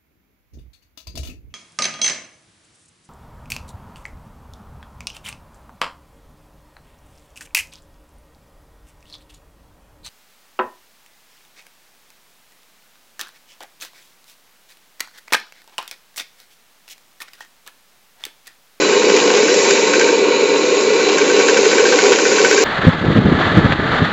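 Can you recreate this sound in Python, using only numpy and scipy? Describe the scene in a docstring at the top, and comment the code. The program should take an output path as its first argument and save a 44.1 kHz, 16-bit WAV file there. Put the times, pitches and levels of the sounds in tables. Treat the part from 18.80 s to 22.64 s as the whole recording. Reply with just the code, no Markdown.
"""Indoors, close to a microphone: a small model steam engine turns a paddle wheel.
The gas burner roars as flue-coloured noise and shakes the metal frame, whose resonances are filtered noise and grains.
Steam hisses from a leak as filtered noise with droplet spits, weaker while the engine slows; loose parts rattle.
A loose linkage knocks once a stroke and a second contact follows: decaying modes plus scrape. Loudest peaks clip."""
import sys
import numpy as np
from scipy import signal
from scipy.fft import rfft, irfft, next_fast_len
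from scipy.io import wavfile
from scipy.ndimage import uniform_filter1d, map_coordinates

SR = 44100
rng = np.random.default_rng(int(sys.argv[2]) if len(sys.argv) > 2 else 0)


def undo_db(level):
    """Turn decibels back into plain size, where 20 dB means ten times bigger."""
    steps = np.asarray(level, float) / 20
    return 10 ** steps


def dump_mix(stems):
    """Bounce the given channels to the path in sys.argv[1] as a 16-bit WAV at rate SR."""
    frames = np.atleast_2d(stems).T  # one column per channel
    limited = np.clip(frames, -1, 1)  # hard clip at full scale
    pcm = np.round(limited * 32767).astype(np.int16)
    wavfile.write(sys.argv[1], SR, pcm)


N = 169344

# colour of the leak's hiss and of bright ticks: (frequency [Hz], relative density [dB])
LEAK_COLOUR = [(500, -20.5), (800, 1), (1300, -6), (2000, 3.5), (3000, -6), (3500, -4.5), (4800, 0.5),
               (5600, -1), (6800, 3.5), (7500, 2), (7900, -20.5)]


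def unit(x):
    """Scale to rms 1."""
    return x / np.sqrt(np.mean(x ** 2) + 1e-20)


def curve(rows):
    """Interpolate (time [s], value) rows at every sample."""
    return np.interp(np.arange(N) / SR, *np.transpose(rows))


def wobble(knots_per_s):
    """Smooth random curve through normal random knots."""
    knots = rng.standard_normal(N // 200)
    return map_coordinates(knots, [np.arange(N) * knots_per_s / SR])


def filtered(x, response):
    """Multiply the spectrum by a complex response of frequency in Hz."""
    size = next_fast_len(N + SR // 2)
    spectrum = rfft(x, size) * response(np.fft.rfftfreq(size, 1 / SR))
    return irfft(spectrum, size)[..., :N]


def shaped(x, points):
    """Colour x by (Hz, dB) points on a log-frequency axis, rms 1."""
    point_hz, point_db = np.transpose(points)

    def response(hz):
        return undo_db(np.interp(np.log(hz + 1), np.log(point_hz), point_db, left=-120, right=-120))
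    return unit(filtered(x, response))


def resonant(x, peaks):
    """Sum of parallel second-order band-pass resonances (Hz, width Hz, dB), rms 1."""
    def response(hz):
        total = 0
        for k, (centre_hz, width_hz, peak_db) in enumerate(peaks):
            damping = 1j * hz * width_hz
            # alternate polarity from row to row
            total = total + (-1) ** k * undo_db(peak_db) * damping / (centre_hz ** 2 - hz ** 2 + damping)
        return total
    return unit(filtered(x, response))


def patchy(depth_db):
    """White noise with patches of random gain in time and frequency, rms 1."""
    bins = signal.stft(rng.standard_normal(N + 512), nperseg=512)[2]
    field = uniform_filter1d(rng.standard_normal(bins.shape), size=5, axis=0)
    field = uniform_filter1d(field, size=8, axis=1)
    noise = signal.istft(bins * undo_db(depth_db * unit(field)), nperseg=512)[1]
    return unit(noise[:N])


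def grains(rate_per_s, scatter_db):
    """Impulses at random times with random sign and size, rms 1."""
    hit = rng.random(N) < rate_per_s / SR
    sign = np.sign(rng.standard_normal(N))
    return unit(hit * sign * undo_db(scatter_db * rng.standard_normal(N)))


def decays(events, t60_s):
    """Envelope that jumps at each (s, dB) event and decays exponentially."""
    starts = np.zeros(N + SR)
    for start_s, level_db in events:
        starts[round(start_s * SR)] += undo_db(level_db)
    return signal.lfilter([1], [1, -undo_db(-60 / (t60_s * SR))], starts[:N])


def room(x, t60_s):
    """Diffuse noise tails of two listening spots, blended as the hand-held microphone moves."""
    drift_turns_per_s = .12
    t = np.arange(SR // 3) / SR
    tails = rng.standard_normal((2, len(t))) * undo_db(-60 * t / t60_s) * (t > .002)
    tails /= np.linalg.norm(tails[0])
    here, there = signal.fftconvolve(x[None], tails, axes=1)[:, :N]
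    angle = 2 * np.pi * drift_turns_per_s * np.arange(N) / SR
    return here * np.cos(angle) + there * np.sin(angle)


def burner():
    """Turbulent flame noise coloured by the flue, with a slow swell."""
    # flue colour: (frequency [Hz], relative density [dB])
    flue_colour = [(65, -80.5), (110, -45), (132, -34), (189, -19.5), (263, -14.5), (306, -6.5), (344, -14),
                   (375, -4), (402, 0), (486, -1), (660, -22), (720, -36.5), (940, -52), (1580, -120)]
    # roar before swell: (time [s], level [dB])
    roar_level = [(0, -13), (.8, -13), (1.5, -13.5), (2.2, -14.5), (3.1, -13), (3.84, -13)]
    flicker_db, swell_db = .5, .3
    level_db = curve(roar_level) + swell_db * wobble(3.9)
    return undo_db(level_db) * shaped(patchy(flicker_db), flue_colour)


def frame():
    """Flame noise and tiny bearing contacts excite the frame's resonances."""
    # frame modes: (frequency [Hz], width [Hz], relative gain [dB])
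    frame_modes = [(730, 25, -5.5), (922.3, 39.5, 1), (1010, 82, -3), (1089, 65, 0), (1260, 47, -8),
                   (1468, 190, -7), (1695, 48, -16.5), (1840, 22, -16), (1990, 89, -8.5), (2299, 70, -4),
                   (2186, 52, -11), (2406, 140, -4), (2606, 140, -0.5), (2678, 120, -3.5), (2834, 40, -6),
                   (2905, 57, -4.5), (3730, 78, -6.5), (3803, 30, -6.5), (3995, 72, -3), (4340, 410, -13),
                   (6800, 76, -7.5)]
    # frame sound before offset and wobble: (time [s], relative level [dB])
    whir_level = [(0.05, -21.5), (0.51, -23.5), (0.98, -21), (1.24, -21), (2.26, -23), (3.3, -23),
                  (3.8, -22)]
    offset_db, wobble_db = 1, .83
    contacts = grains(rate_per_s=1500, scatter_db=1.5)
    drive = patchy(depth_db=1.5) + undo_db(2) * contacts
    level_db = curve(whir_level) + offset_db + wobble_db * wobble(8.6)
    return undo_db(level_db) * resonant(drive, frame_modes)


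def steam():
    """Leaking steam: wide turbulent hiss with small droplet spits."""
    # hiss before offset and wobble: (time [s], relative level [dB])
    steam_level = [(0, -29.5), (.5, -28), (.82, -25), (.92, -25.5), (1.06, -28.5), (1.3, -30), (1.45, -35),
                   (1.65, -35), (1.85, -32), (2.3, -32), (2.6, -28.5), (2.9, -26.5), (3.4, -27),
                   (3.84, -25.5)]
    offset_db, wobble_db, spit_db = 5.5, .32, -15
    spits = grains(rate_per_s=420, scatter_db=3.5)
    drive = patchy(depth_db=1.5) + undo_db(spit_db) * spits
    level_db = curve(steam_level) + offset_db + wobble_db * wobble(15)
    return undo_db(level_db) * shaped(drive, LEAK_COLOUR)


def rattle():
    """Loose play gives irregular resonant ticks; the clear ones are short bright noise bursts."""
    # dense rattle before wobble: (time [s], level [dB])
    rattle_level = [(0, -25.5), (.4, -23.5), (.75, -23.5), (.84, -21), (.92, -19.5), (1.05, -28),
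                    (1.5, -34), (2.2, -27), (2.7, -23.5), (3.84, -24.5)]
    # colour of the dense ticks: (frequency [Hz], width [Hz], relative gain [dB])
    tick_modes = [(758, 57, 6), (960, 74, 5), (1060, 140, 3.5), (1990, 800, -3.5), (2766, 710, 1.5),
                  (4200, 2700, -4), (5680, 2400, -3.5)]
    # clear bright ticks: (time [s], relative level [dB])
    clear_ticks = [(0.3643, -10), (0.5716, -10.5), (0.6295, -14), (0.7422, -12.5), (0.9083, -7.5),
                   (1.1494, -15.5), (1.1958, -9), (2.3827, -13)]
    wobble_db, clear_db, clear_t60_s = 2.1, -1, .025
    ticks = resonant(grains(rate_per_s=260, scatter_db=4), tick_modes)
    dense = undo_db(curve(rattle_level) + wobble_db * wobble(6.9)) * ticks
    bright = decays(clear_ticks, clear_t60_s) * shaped(rng.standard_normal(N), LEAK_COLOUR)
    return dense + undo_db(clear_db) * bright


def linkage():
    """Each stroke takes up slack with a knock, then a second, brighter contact; both ring and scrape."""
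    # knocks: (time [s], relative level [dB], second contact re first [dB])
    knock_table = [(0.0225, -12.5, -10), (0.131, -11.5, -11.5), (0.221, -11, -4), (0.3, -10.5, -6),
                   (0.3617, -22, 2.5), (0.4208, -17, -13.5), (0.5013, -9.5, -7), (0.5657, -15.5, 4),
                   (0.629, -15.5, -19), (0.6827, -10, -11.5), (0.856, -14, -6), (0.9045, -6, -16),
                   (0.9604, -11.5, -0.5), (1.0728, -12.5, -9.5), (1.1361, -3, -17), (1.1963, -17, -10),
                   (1.212, -5.5, -10.5), (1.2748, -10.5, -0.5), (1.6796, -17, -17), (1.7524, -23, -12.5),
                   (1.894, -19.5, -13.5), (2.167, -21.5, -6), (2.205, -10, -11), (2.2605, -18.5, -11),
                   (2.3345, -26, -12), (2.3833, -8.5, -10), (2.4114, -15, -10.5), (2.4409, -13.5, -4),
                   (2.4985, -7.5, -4), (2.5682, -14, -13), (2.597, -7.5, -1), (2.6846, -3, -9),
                   (2.767, -8, -0.5), (2.8424, -12, 1), (2.9144, -6.5, -1.5), (2.982, -4, -4.5),
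                   (3.0537, -6, -12), (3.1232, -6, -7.5), (3.1875, -3.5, -9.5), (3.256, -10.5, -7.5),
                   (3.321, -5.5, -3.5), (3.3871, -6, -12), (3.4529, -5, -11.5), (3.5158, -8, -3),
                   (3.5822, -6.5, -10), (3.6467, -2.5, -10.5), (3.711, -3.5, -5.5), (3.778, -5, -18)]
    # modes, the lowest builds up slowly in the base plate:
    # (frequency [Hz], relative level [dB], t60 [s], rise time constant [s])
    link_modes = [(1085, -8, .08, .012), (1545, 2, .06, .0008), (1640, -6, .045, .0004),
                  (1850, -3, .04, .0002), (2030, -9, .03, .0002), (2285, -3, .05, .0002),
                  (2560, -5, .035, .0002), (3064, -11, .03, .0002)]
    # scrape colour: (frequency [Hz], width [Hz], relative gain [dB])
    scrape_modes = [(1700, 360, -1.5), (2286, 340, -2.5), (2980, 490, -12.5), (6200, 1800, 2.5)]
    knock_db, scrape_db, scrape_t60_s = -6.5, -7, .04
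    level_scatter_db, pitch_scatter, phase_scatter_rad = 1.5, .022, .35  # per mode and blow; pitch as share
    second_s, second_spread_s, second_tilt_db_per_oct = .0125, .002, 5

    out, t, contacts = np.zeros(N + SR), np.arange(SR // 8) / SR, []
    hz, mode_db, t60_s, rise_s = (column[:, None] for column in np.transpose(link_modes))
    tilt_db = second_tilt_db_per_oct * np.log2(hz / 1500)
    for first_s, first_db, second_db in knock_table:
        late_s = first_s + abs(second_s + second_spread_s * rng.standard_normal())
        contacts += [(first_s, first_db), (late_s, first_db + second_db)]
        for start_s, gain_db in ((first_s, 0 * hz), (late_s, second_db + tilt_db)):
            level_vary, pitch_vary, phase_vary = rng.standard_normal((3, len(link_modes), 1))
            decay = undo_db(mode_db + gain_db + level_scatter_db * level_vary - 60 * t / t60_s)
            phase = 2 * np.pi * hz * (1 + pitch_scatter * pitch_vary) * t + phase_scatter_rad * phase_vary
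            ring = decay * np.sin(phase) * (1 - np.exp(-t / rise_s))
            out[round(start_s * SR):][:len(t)] += undo_db(first_db + knock_db) * ring.sum(0)
    scrape = decays(contacts, scrape_t60_s) * resonant(rng.standard_normal(N), scrape_modes)
    return out[:N] + undo_db(knock_db + scrape_db) * scrape


def scene():
    """All sources reach one microphone, copied to two equal channels."""
    near_db, room_db = -9, -18
    knocks = linkage()
    airy = steam() + rattle() + frame()
    # table and nearby walls colour the steady sounds
    near = airy + undo_db(near_db) * room(airy, t60_s=.08)
    near /= np.sqrt(1 + undo_db(2 * near_db))
    mix = burner() + near + knocks + undo_db(room_db) * room(knocks, t60_s=.15)
    return np.tile(mix, (2, 1))


def top_cut(x):
    """Nothing passes above the cut-off."""
    return signal.sosfilt(signal.butter(12, 8340, fs=SR, output="sos"), x)


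def record(dry):
    """Peaks are rounded, steep bass and treble cuts follow, then the very top clips."""
    soft_level, knee, clip_level = 1.2, 17, .99
    low_hz, top_hz, edge_hz = 140, 7610, 7850

    def band_response(hz):
        bass_cut = 1 / np.sqrt(1 + (low_hz / (hz + 1)) ** 24)
        treble_cut = 1 / np.sqrt(1 + (hz / top_hz) ** 90)
        return bass_cut * treble_cut * np.where(hz < edge_hz, 1, .05)
    soft = dry / (1 + np.abs(dry / soft_level) ** knee) ** (1 / knee)
    band = filtered(soft, band_response)
    return top_cut(np.clip(band, -clip_level, clip_level))


dry = scene()
out = record(dry)
dump_mix(out)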